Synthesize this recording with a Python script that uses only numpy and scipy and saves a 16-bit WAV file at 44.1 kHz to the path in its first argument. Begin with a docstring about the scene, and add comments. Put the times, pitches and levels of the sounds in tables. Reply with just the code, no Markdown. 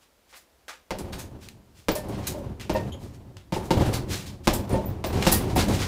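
"""Shoes scuff the floor of a cluttered timber shed, over a faint hush from outside.
From about 0.9 s, gloved fists land three single punches on a heavy bag: each is a crack of
squeezed air, a slap and a thud. After each blow the bag jerks its chains, which clash, sometimes
squeak, and set the beam and the sheet roof rumbling. Two quick punches follow at 3.5 s, a hard
one at 4.5 s, and from 5 s a last flurry of three, with the loudest footwork."""
import sys
import numpy as np
from scipy import signal
from scipy.fft import rfft, irfft
from scipy.io import wavfile
from scipy.ndimage import uniform_filter1d

SR = 44100
rng = np.random.default_rng(int(sys.argv[2]) if len(sys.argv) > 2 else 0)


def wav_out(sig):
    """Save sig, one row per channel (or a flat mono array), as 16-bit PCM at SR to the path in sys.argv[1]."""
    wavfile.write(sys.argv[1], SR, np.round(np.clip(np.atleast_2d(sig).T, -1, 1) * 32767).astype(np.int16))


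N = 258867  # samples, about 5.9 s
T = np.arange(SR) / SR  # one second of time, enough for any single event
HZ = np.fft.rfftfreq(SR, 1 / SR)  # the frequencies in that second

# The tone of the outdoor hush, roof rumble, floor grit, chain clatter and bag cover.
# Each row: frequency in Hz, level in dB.
AIR_TONE = [(15, -42), (30, -8), (64, 6), (109, -11.5), (176, -8), (350, -6.5), (650, -6.5), (1100, -12),
            (2000, -16), (4600, -18.5), (9000, -23), (15000, -24)]
ROOF_TONE = [(15, -50), (28, -14), (60, 1), (100, 2), (160, -7), (300, -5), (500, -12.5), (900, -15),
             (1400, -27.5), (3000, -32.5), (15000, -45.5)]
GRIT_TONE = [(100, -16), (500, 6), (1500, 3.5), (2400, 2.5), (4200, -0.5), (7000, -6), (11000, -14.5),
             (15500, -20)]
CHAIN_TONE = [(200, -20.5), (900, -5.5), (2000, -2.5), (4500, 1.5), (8000, 2), (12000, 2), (15500, -0.5)]
SLAP_TONE = [(60, -22), (200, 6), (600, 12.5), (1000, 0.5), (1400, -4.5), (2500, -6), (5000, -9.5),
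             (8000, -19.5), (15000, -29.5)]
# How long shed and roof ring. A fade time, or t60, is the time a sound takes to drop by 60 dB.
# Each row: frequency in Hz, fade time in seconds.
SHED_FADES = [(100, 0.41), (800, 0.24), (4000, 0.18), (10000, 0.057), (16000, 0.13)]
ROOF_FADES = [(40, 3.26), (110, 2.76), (250, 2.14), (600, 1.64), (1500, 1.79), (8000, 1.16)]
# Echoes off near walls and shelves. Each row: delay in seconds, level in dB.
NEAR_ECHOES = [(.0032, -10), (.0057, -1), (.0081, -6.5), (0.0092, -28), (0.0153, -12)]
# Notes that ring in the roof sheets and in the chain links; the narrower, the longer they ring.
# Each row: pitch in Hz, width in Hz, level in dB over the sound that feeds them.
ROOF_NOTES = [(91.3, 4.3, -46), (96.4, 5.3, -2.5), (123.8, 5.1, -3), (198.7, 7.4, 6), (368.4, 12, -0.5),
              (401.7, 6.3, -4.5), (548, 28, -2)]
SHORT_LINK_NOTES = [(9000, 280, -2), (10150, 160, -61), (12700, 300, -17)]
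LONG_LINK_NOTES = [(2655, 14, -3), (3900, 14, -3), (8690, 15, -4), (9875, 16, -4), (9970, 16, -1),
                   (10235, 16, -1), (10335, 16, -4), (13200, 14, -4)]
# Notes of the struck beam, bag and glove. Each row: pitch in Hz, level in dB, fade time in seconds.
BEAM_NOTES = [(380, -2.5, 0.062), (590, 0, 0.056), (916, 1, 0.081), (1884, -11, 0.18), (2660, -9, 0.048),
              (3560, -32, 0.037), (4280, -17.5, 0.058)]
BAG_NOTES = [(169.7, 1, 0.083), (329, -0.5, 0.11), (511, -8, 0.071), (875, 0, 0.042)]
GLOVE_NOTES = [(382, 1, 0.046), (530, 1, 0.016), (925, 1.5, 0.035), (2120, -1.5, 0.015)]
# The notes in one squeak. Each row: multiple of its pitch, level in dB.
SQUEAK_NOTES = [(1, 0), (2.09, -8.5), (3.44, -13.5)]
# A shoe comes down. Each row: start in seconds, heel level in dB, sole level in dB,
# brightness in dB per octave, hollow pitch of the sole in Hz.
FOOTSTEPS = [(0.327, -46.5, -48.5, 0, 1930), (0.681, -35, -38.5, 1, 1530), (1.486, -39, -58, 5.5, 2770),
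             (2.597, -43, -41, 2.5, 2640), (3.368, -42.5, -55, 1.5, 3120), (4.257, -65, -42.5, 4, 4420),
             (5.2243, -21, -39, 1, 3030)]
# A shoe slides, or glove and clothes rub.
# Each row: start in seconds, rough length in seconds, level in dB, brightness in dB per octave.
RUBS = [(0.000, 0.069, -61, 3.5), (0.27, 0.1, -58, 4), (0.340, 0.075, -49.5, 8), (1.397, .10, -50, 3.5),
        (1.736, 0.13, -56, 4.5), (2.107, 0.097, -47, 0), (2.201, 0.14, -44.5, 0.5), (2.352, 0.086, -56, 8),
        (2.977, 0.14, -54.5, 5), (3.122, .06, -57, 3.5), (3.523, 0.052, -35.5, 0), (3.630, 0.062, -48, 7.5),
        (3.755, 0.15, -37, -1.5), (4.078, 0.14, -33, 3.5), (4.432, 0.055, -46, 4.5), (5.108, 0.16, -41, .5),
        (5.190, 0.2, -29.5, 1), (5.56, 0.092, -26, 2), (5.464, 0.098, -43.5, 1.5), (5.689, 0.14, -34, 3),
        (5.775, 0.11, -30.5, 1)]
# The hanger shifts and knocks on the beam. 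Each row: start in seconds, level in dB, main pitch in Hz,
# fade time of the slipping in seconds, brightness in dB per octave.
HANGER_KNOCKS = [(1.955, -33.5, 590, 0.25, 0), (2.345, -29.5, 593, 0.28, -14.5),
                 (2.748, -25, 570, 0.16, -0.5), (3.563, -23.5, 843, 0.053, -11),
                 (4.740, -23, 568, 0.26, -5.5), (5.323, -21.5, 750, 0.047, 4),
                 (5.558, -23.5, 730, 0.12, -1)]
# One link slips on another. Each row: start in seconds, pitch in Hz, level in dB.
LINK_SQUEAKS = [(1.914, 14900, -37), (2.730, 13900, -49), (2.919, 3240, -43), (4.722, 9360, -43),
                (4.857, 13900, -41), (4.885, 15500, -52.5), (5.062, 14900, -42)]
# The bag falls into its chains. Each row: start in seconds, clash level in dB, build-up in seconds,
# brightness in dB per octave, pitch of the struck link in Hz, tug on the roof in dB.
CHAIN_JERKS = [(0.986, -43, 0.00078, -2, 10000, -36), (1.124, -36.5, 0.0078, -6.5, 4600, -39.5),
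               (1.181, -41, 0.015, -3.5, 6500, -65), (1.953, -35, 0.0022, -.5, 10200, -36.5),
               (2.086, -51.5, 0.0011, 1, 10100, -32), (2.165, -55, .01, -12, 4000, -32),
               (2.269, -29.5, 0.0033, -1, 6800, -35), (2.749, -44, .004, -18, 14100, -34),
               (3.554, -43.5, 0.0074, -5, 10200, -32), (3.762, -49, .025, -14, 7960, -19),
               (3.850, -34, 0.014, -7, 10200, -46), (3.928, -30.5, 0.012, -5, 4460, -57),
               (4.534, -31, 0.0043, -0.5, 12600, -38.5), (4.693, -48.5, 0.00077, 1, 11800, -24.5),
               (5.058, -45, 0.0036, 0, 14400, -28), (5.124, -39, 0.0056, -6.5, 4250, -23.5),
               (5.316, -18, 0.0087, 5, 10150, -20.5), (5.555, -32, 0.011, 6, 9500, -22.5),
               (5.682, -36, .005, -5, 6500, -25)]
# A fist lands. Each row: start in seconds, slap level in dB, thud level in dB,
# pitch of the struck spot in Hz, brightness of the slap in dB per octave.
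BLOWS = [(0.9073, -25.5, -25.5, 424, 0), (1.885, -19, -18, 467, 0.7), (2.696, -26.5, -17, 305, 1),
         (3.5231, -29, -18.5, 175, 1), (3.7069, -22, -11, 390, 2), (4.473, -16.5, -9, 210, 2),
         (5.0413, -25, -26, 650, 1), (5.2674, -17, -11.5, 171, 4), (5.562, -28, -17.5, 750, 2.5)]


def amp(db):
    """Turns decibels into a gain to multiply by."""
    return 10 ** (np.asarray(db) / 20)


def evened(x):
    """Scales to an average strength (rms) of 1."""
    return x / np.sqrt(np.mean(x ** 2) + 1e-20)


def curve(points, hz):
    """Joins (Hz, value) points with lines, giving each octave equal room."""
    f, value = np.transpose(points)
    return np.interp(np.log(hz + 1), np.log(f + 1), value)


def add(mix, start, sound):
    """Lays a sound into the mix; start is in seconds."""
    part = mix[max(round(start * SR), 0):][:len(sound)]
    part += sound[:len(part)]


def fade(t, t60):
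    """Falls by 60 dB every t60 seconds."""
    return np.exp(-np.log(1000) * t / t60)


def swell(rise_s, t60):
    """Grows for the rise time, then dies away."""
    return np.minimum(T / max(rise_s, 1e-4), 1) * fade(np.maximum(T - rise_s, 0), t60)


def peaks(notes, hz):
    """A gain curve with a bump at each note."""
    return np.sqrt(sum(amp(db) ** 2 / (1 + (2 * (hz - f) / width) ** 2) ** 2 for f, width, db in notes))


def tilt(slope_db, hz, pivot_hz):
    """A gain that climbs by slope_db each octave."""
    return amp(slope_db * np.log2((hz + 20) / pivot_hz))


def coloured(x, gain):
    """Gives each frequency its own gain, then scales to strength 1."""
    return evened(irfft(rfft(x) * gain, len(x)))


def grains(per_s, spread_db):
    """One second of tiny clicks of uneven size."""
    size = amp(spread_db * np.minimum(rng.exponential(1, SR), 3))
    return size * rng.choice([-1, 1], SR) * (rng.random(SR) < per_s / SR)


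def ringing(x, notes):
    """The sound plus the notes it sets ringing."""
    hz = np.fft.rfftfreq(N + SR, 1 / SR)
    response = 1 + sum(amp(db) / (1 + 2j * (hz - f) / width) for f, width, db in notes)
    return irfft(rfft(x, N + SR) * response, N + SR)[:N]


def struck(notes, spread):
    """A struck object: pure tones that die away, tuned a little differently on each hit."""
    detune = 1 + spread * rng.uniform(-1.25, 1, len(notes))
    sound = sum(amp(db) * fade(T, t60) * np.sin(2 * np.pi * hz * shift * T)
                for (hz, db, t60), shift in zip(notes, detune))
    return sound / np.sqrt(sum(amp(db) ** 2 for _, db, _ in notes) / 2)


def outdoor_air(level_db=-63):
    """A faint hush comes through the plank walls."""
    tone = amp(curve(AIR_TONE, np.fft.rfftfreq(N, 1 / SR)))
    return amp(level_db) * coloured(rng.standard_normal(N), tone)


def shed_reverb(x):
    """Echoes in the crowded room blur into a short tail."""
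    hz, t, noise = signal.stft(rng.standard_normal(SR), SR, nperseg=256)
    bass_cut = (hz / np.hypot(hz, 250))[:, None]  # bass escapes through the thin walls
    noise *= fade(t, curve(SHED_FADES, hz)[:, None]) * bass_cut
    tail = signal.istft(noise, SR, nperseg=256)[1][:SR] * np.minimum(T / 0.0028, 1)
    return signal.fftconvolve(x, tail / np.linalg.norm(tail))[:N]


def roof_rumble(rise_s=0.016, ring_db=-2.5, friction_above_db=-30.5, shudder_db=-7, shudder_t60=0.81):
    """Each tug and punch shakes the beam and roof sheets: a quick shudder, then a long, low ring."""
    hz, t, noise = signal.stft(rng.standard_normal(N), SR, nperseg=1024, noverlap=896)
    tone, t60 = amp(curve(ROOF_TONE, hz)), curve(ROOF_FADES, hz)[:, None]
    power = np.zeros(noise.shape)
    tugs = [(start, tug_db, -0.21) for start, *_, tug_db in CHAIN_JERKS]  # slightly duller than thuds
    thuds = [(start, thud_db - 14, 0) for start, _, thud_db, _, _ in BLOWS]
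    for start, db, bright_db in tugs + thuds:
        age = np.maximum(t - start, 0)
        colour = evened(tone * tilt(bright_db, hz, 200))[:, None]
        ring = amp(ring_db - 0.64 * max(db - friction_above_db, 0))  # friction damps hard shakes
        shudder = amp(ring_db) - ring + amp(shudder_db)
        decay = ring * fade(age, t60) + shudder * fade(age, shudder_t60)
        power += (amp(db) * colour * np.minimum(age / rise_s, 1) * decay) ** 2
    chatter = evened(uniform_filter1d(rng.standard_normal(len(t)), size=5))  # loose sheets rattle
    throb = evened(uniform_filter1d(rng.standard_normal(len(t)), size=16))  # close low notes beat
    highness = np.minimum(hz / 500, 1)[:, None]
    wobble_db = 2 * chatter * highness + throb * (2.5 - highness)
    noise *= np.sqrt(power) * amp(wobble_db)
    rumble = signal.istft(noise, SR, nperseg=1024, noverlap=896)[1][:N]
    return amp(-2) * ringing(rumble, ROOF_NOTES)


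def shoe_scuffs():
    """Shoes on grit: a heel clicks and the hollow sole rolls down; a rub swells and dies away."""
    out, grit = np.zeros(N), amp(curve(GRIT_TONE, HZ))
    for start, heel_db, sole_db, bright_db, hz in FOOTSTEPS:
        footfall = amp(heel_db) * swell(0.001, t60=0.021) + amp(sole_db) * swell(0.014, t60=0.25)
        hollow = 1.5 + peaks([(hz, 0.48 * hz, 0.5)], HZ)
        crunch = coloured(grains(4500, 3.1), grit * hollow * tilt(bright_db, HZ, 2500))
        add(out, start, footfall * crunch)
    for start, length, db, bright_db in RUBS:
        rub = coloured(grains(4500, 1.4), grit * tilt(bright_db, HZ, 2500))
        add(out, start, amp(db) * swell(0.44 * length, t60=2.75 * length) * rub)
    return out


def hanger_knocks(main_db=3, main_t60=0.072, rattle=0.33, scrape_db=-14):
    """The hanger slips in a quick run of taps that ring the beam, and scrapes as it goes."""
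    out = np.zeros(N)
    for start, db, hz, slip_t60, bright_db in HANGER_KNOCKS:
        taps = (T == 0) + rattle * grains(970, 0.84) * fade(T, slip_t60)
        notes = [(f, note_db + bright_db * np.log2(f / hz), t60) for f, note_db, t60 in BEAM_NOTES]
        wood = struck(notes + [(hz, main_db, main_t60)], spread=0.05) * np.minimum(T / 0.0023, 1)
        grit = coloured(grains(3000, 2.7), amp(curve(GRIT_TONE, HZ)))
        scrape = swell(0.017, slip_t60) * grit * tilt(bright_db, 1800, hz)
        add(out, start, amp(db) * (signal.fftconvolve(taps, wood)[:SR] + amp(scrape_db) * scrape))
    return out


def chain_squeaks(width_hz=480):
    """Steel sliding on steel gives a short, unsteady whistle."""
    out = np.zeros(N)
    for start, hz, db in LINK_SQUEAKS:
        tone = peaks([(multiple * hz, width_hz, note_db) for multiple, note_db in SQUEAK_NOTES], HZ)
        whistle = coloured(rng.standard_normal(SR), tone)
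        add(out, start, amp(db) * swell(0.0047, t60=0.13) * whistle)
    return out


def chain_clashes(snap_db=1, snap_within_s=0.0068, main_width_hz=700, stray_width_hz=200, stray_db=-3):
    """Each jerk is a snap and a shower of steel clicks that rings the links, one of them most."""
    out, steel = np.zeros(N), amp(curve(CHAIN_TONE, HZ))
    for start, db, rise_s, bright_db, hz, _ in CHAIN_JERKS:
        snap = amp(snap_db) * np.exp(-rise_s / snap_within_s) * fade(T, 0.014)  # fast pulls snap most
        shower = swell(rise_s, t60=0.17 + 2.5 * rise_s)  # a slower build-up also dies more slowly
        strays = [(f, stray_width_hz, stray_db) for f in rng.uniform(3600, 15500, size=10)]
        links = peaks(SHORT_LINK_NOTES + strays + [(hz, main_width_hz, 0)], HZ)
        clatter = coloured(grains(7000, 3.1), steel * (1 + links) * tilt(bright_db, HZ, 6000))
        add(out, start, amp(db) * (snap + shower) * clatter)
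    return ringing(out, LONG_LINK_NOTES)


def bag_lurch(hz=38, lag_s=0.05, width_s=0.017, below_thud_db=15):
    """Just after each blow the whole bag lurches and pushes the air."""
    out = np.zeros(N)
    push = np.exp(-((T - lag_s) / width_s) ** 2) * np.sin(2 * np.pi * hz * T)
    for start, _, thud_db, _, _ in BLOWS:
        add(out, start, amp(thud_db - below_thud_db) * push)
    return out


def punches(squeeze_s=0.00021, release_s=0.0009, spike_s=0.00003, give_s=0.0033,
            glove_db=-0.5, spot_db=1, spot_t60=0.082):
    """The glove squeezes out air with a crack; its padding knocks, the cover slaps, the bag thuds."""
    out, lead_s = np.zeros(N), 0.01  # room for the crack to build before the hit
    t = T - lead_s
    squeeze = np.exp(np.minimum(t / squeeze_s, -t / release_s))
    crack = -0.35 * squeeze - 0.65 * np.exp(-abs(t) / spike_s)
    smack, flap = amp(4) * swell(0.0046, t60=0.018), swell(0.012, t60=0.21)
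    slap_shape = amp(-6) * (smack + flap)
    for start, slap_db, thud_db, hz, bright_db in BLOWS:
        crack_db = -4.5 + 1.35 * (slap_db + 19.5)  # the crack grows faster than the slap
        add(out, start - lead_s, amp(crack_db) * crack)
        for delay, echo_db in NEAR_ECHOES:
            add(out, start - lead_s + delay, amp(crack_db + echo_db) * crack)
        cover = coloured(grains(6000, 3.1), amp(curve(SLAP_TONE, HZ)) * tilt(bright_db, HZ, 1000))
        glove = amp(glove_db) * struck(GLOVE_NOTES, spread=0.047)
        add(out, start, amp(slap_db) * (slap_shape * cover + glove))
        thud = struck(BAG_NOTES + [(hz, spot_db, spot_t60)], spread=0.033)
        add(out, start, amp(thud_db) * np.minimum(T / give_s, 1) * thud)
    return out


def scene():
    """Mixes every source in the shed into one channel."""
    fists = punches()
    hanger = chain_clashes() + chain_squeaks() + hanger_knocks()
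    feet = shoe_scuffs()
    direct = fists + amp(2.5) * hanger + amp(1) * feet
    room = shed_reverb(amp(-10.5) * fists + amp(-8.5) * hanger + amp(-13.5) * feet)
    return (direct + room + bag_lurch() + roof_rumble() + outdoor_air())[None]


def record(dry):
    """Removes the deepest bass, clips peaks at full scale, then removes the highest treble."""
    high_pass = signal.butter(2, 20, "high", fs=SR, output="sos")
    low_pass = signal.firwin(255, 15600, window=("kaiser", 8), fs=SR)
    clipped = np.clip(signal.sosfilt(high_pass, dry), -1, 1)
    return signal.oaconvolve(clipped, low_pass[None], "same")


dry = scene()
out = record(dry)
wav_out(out)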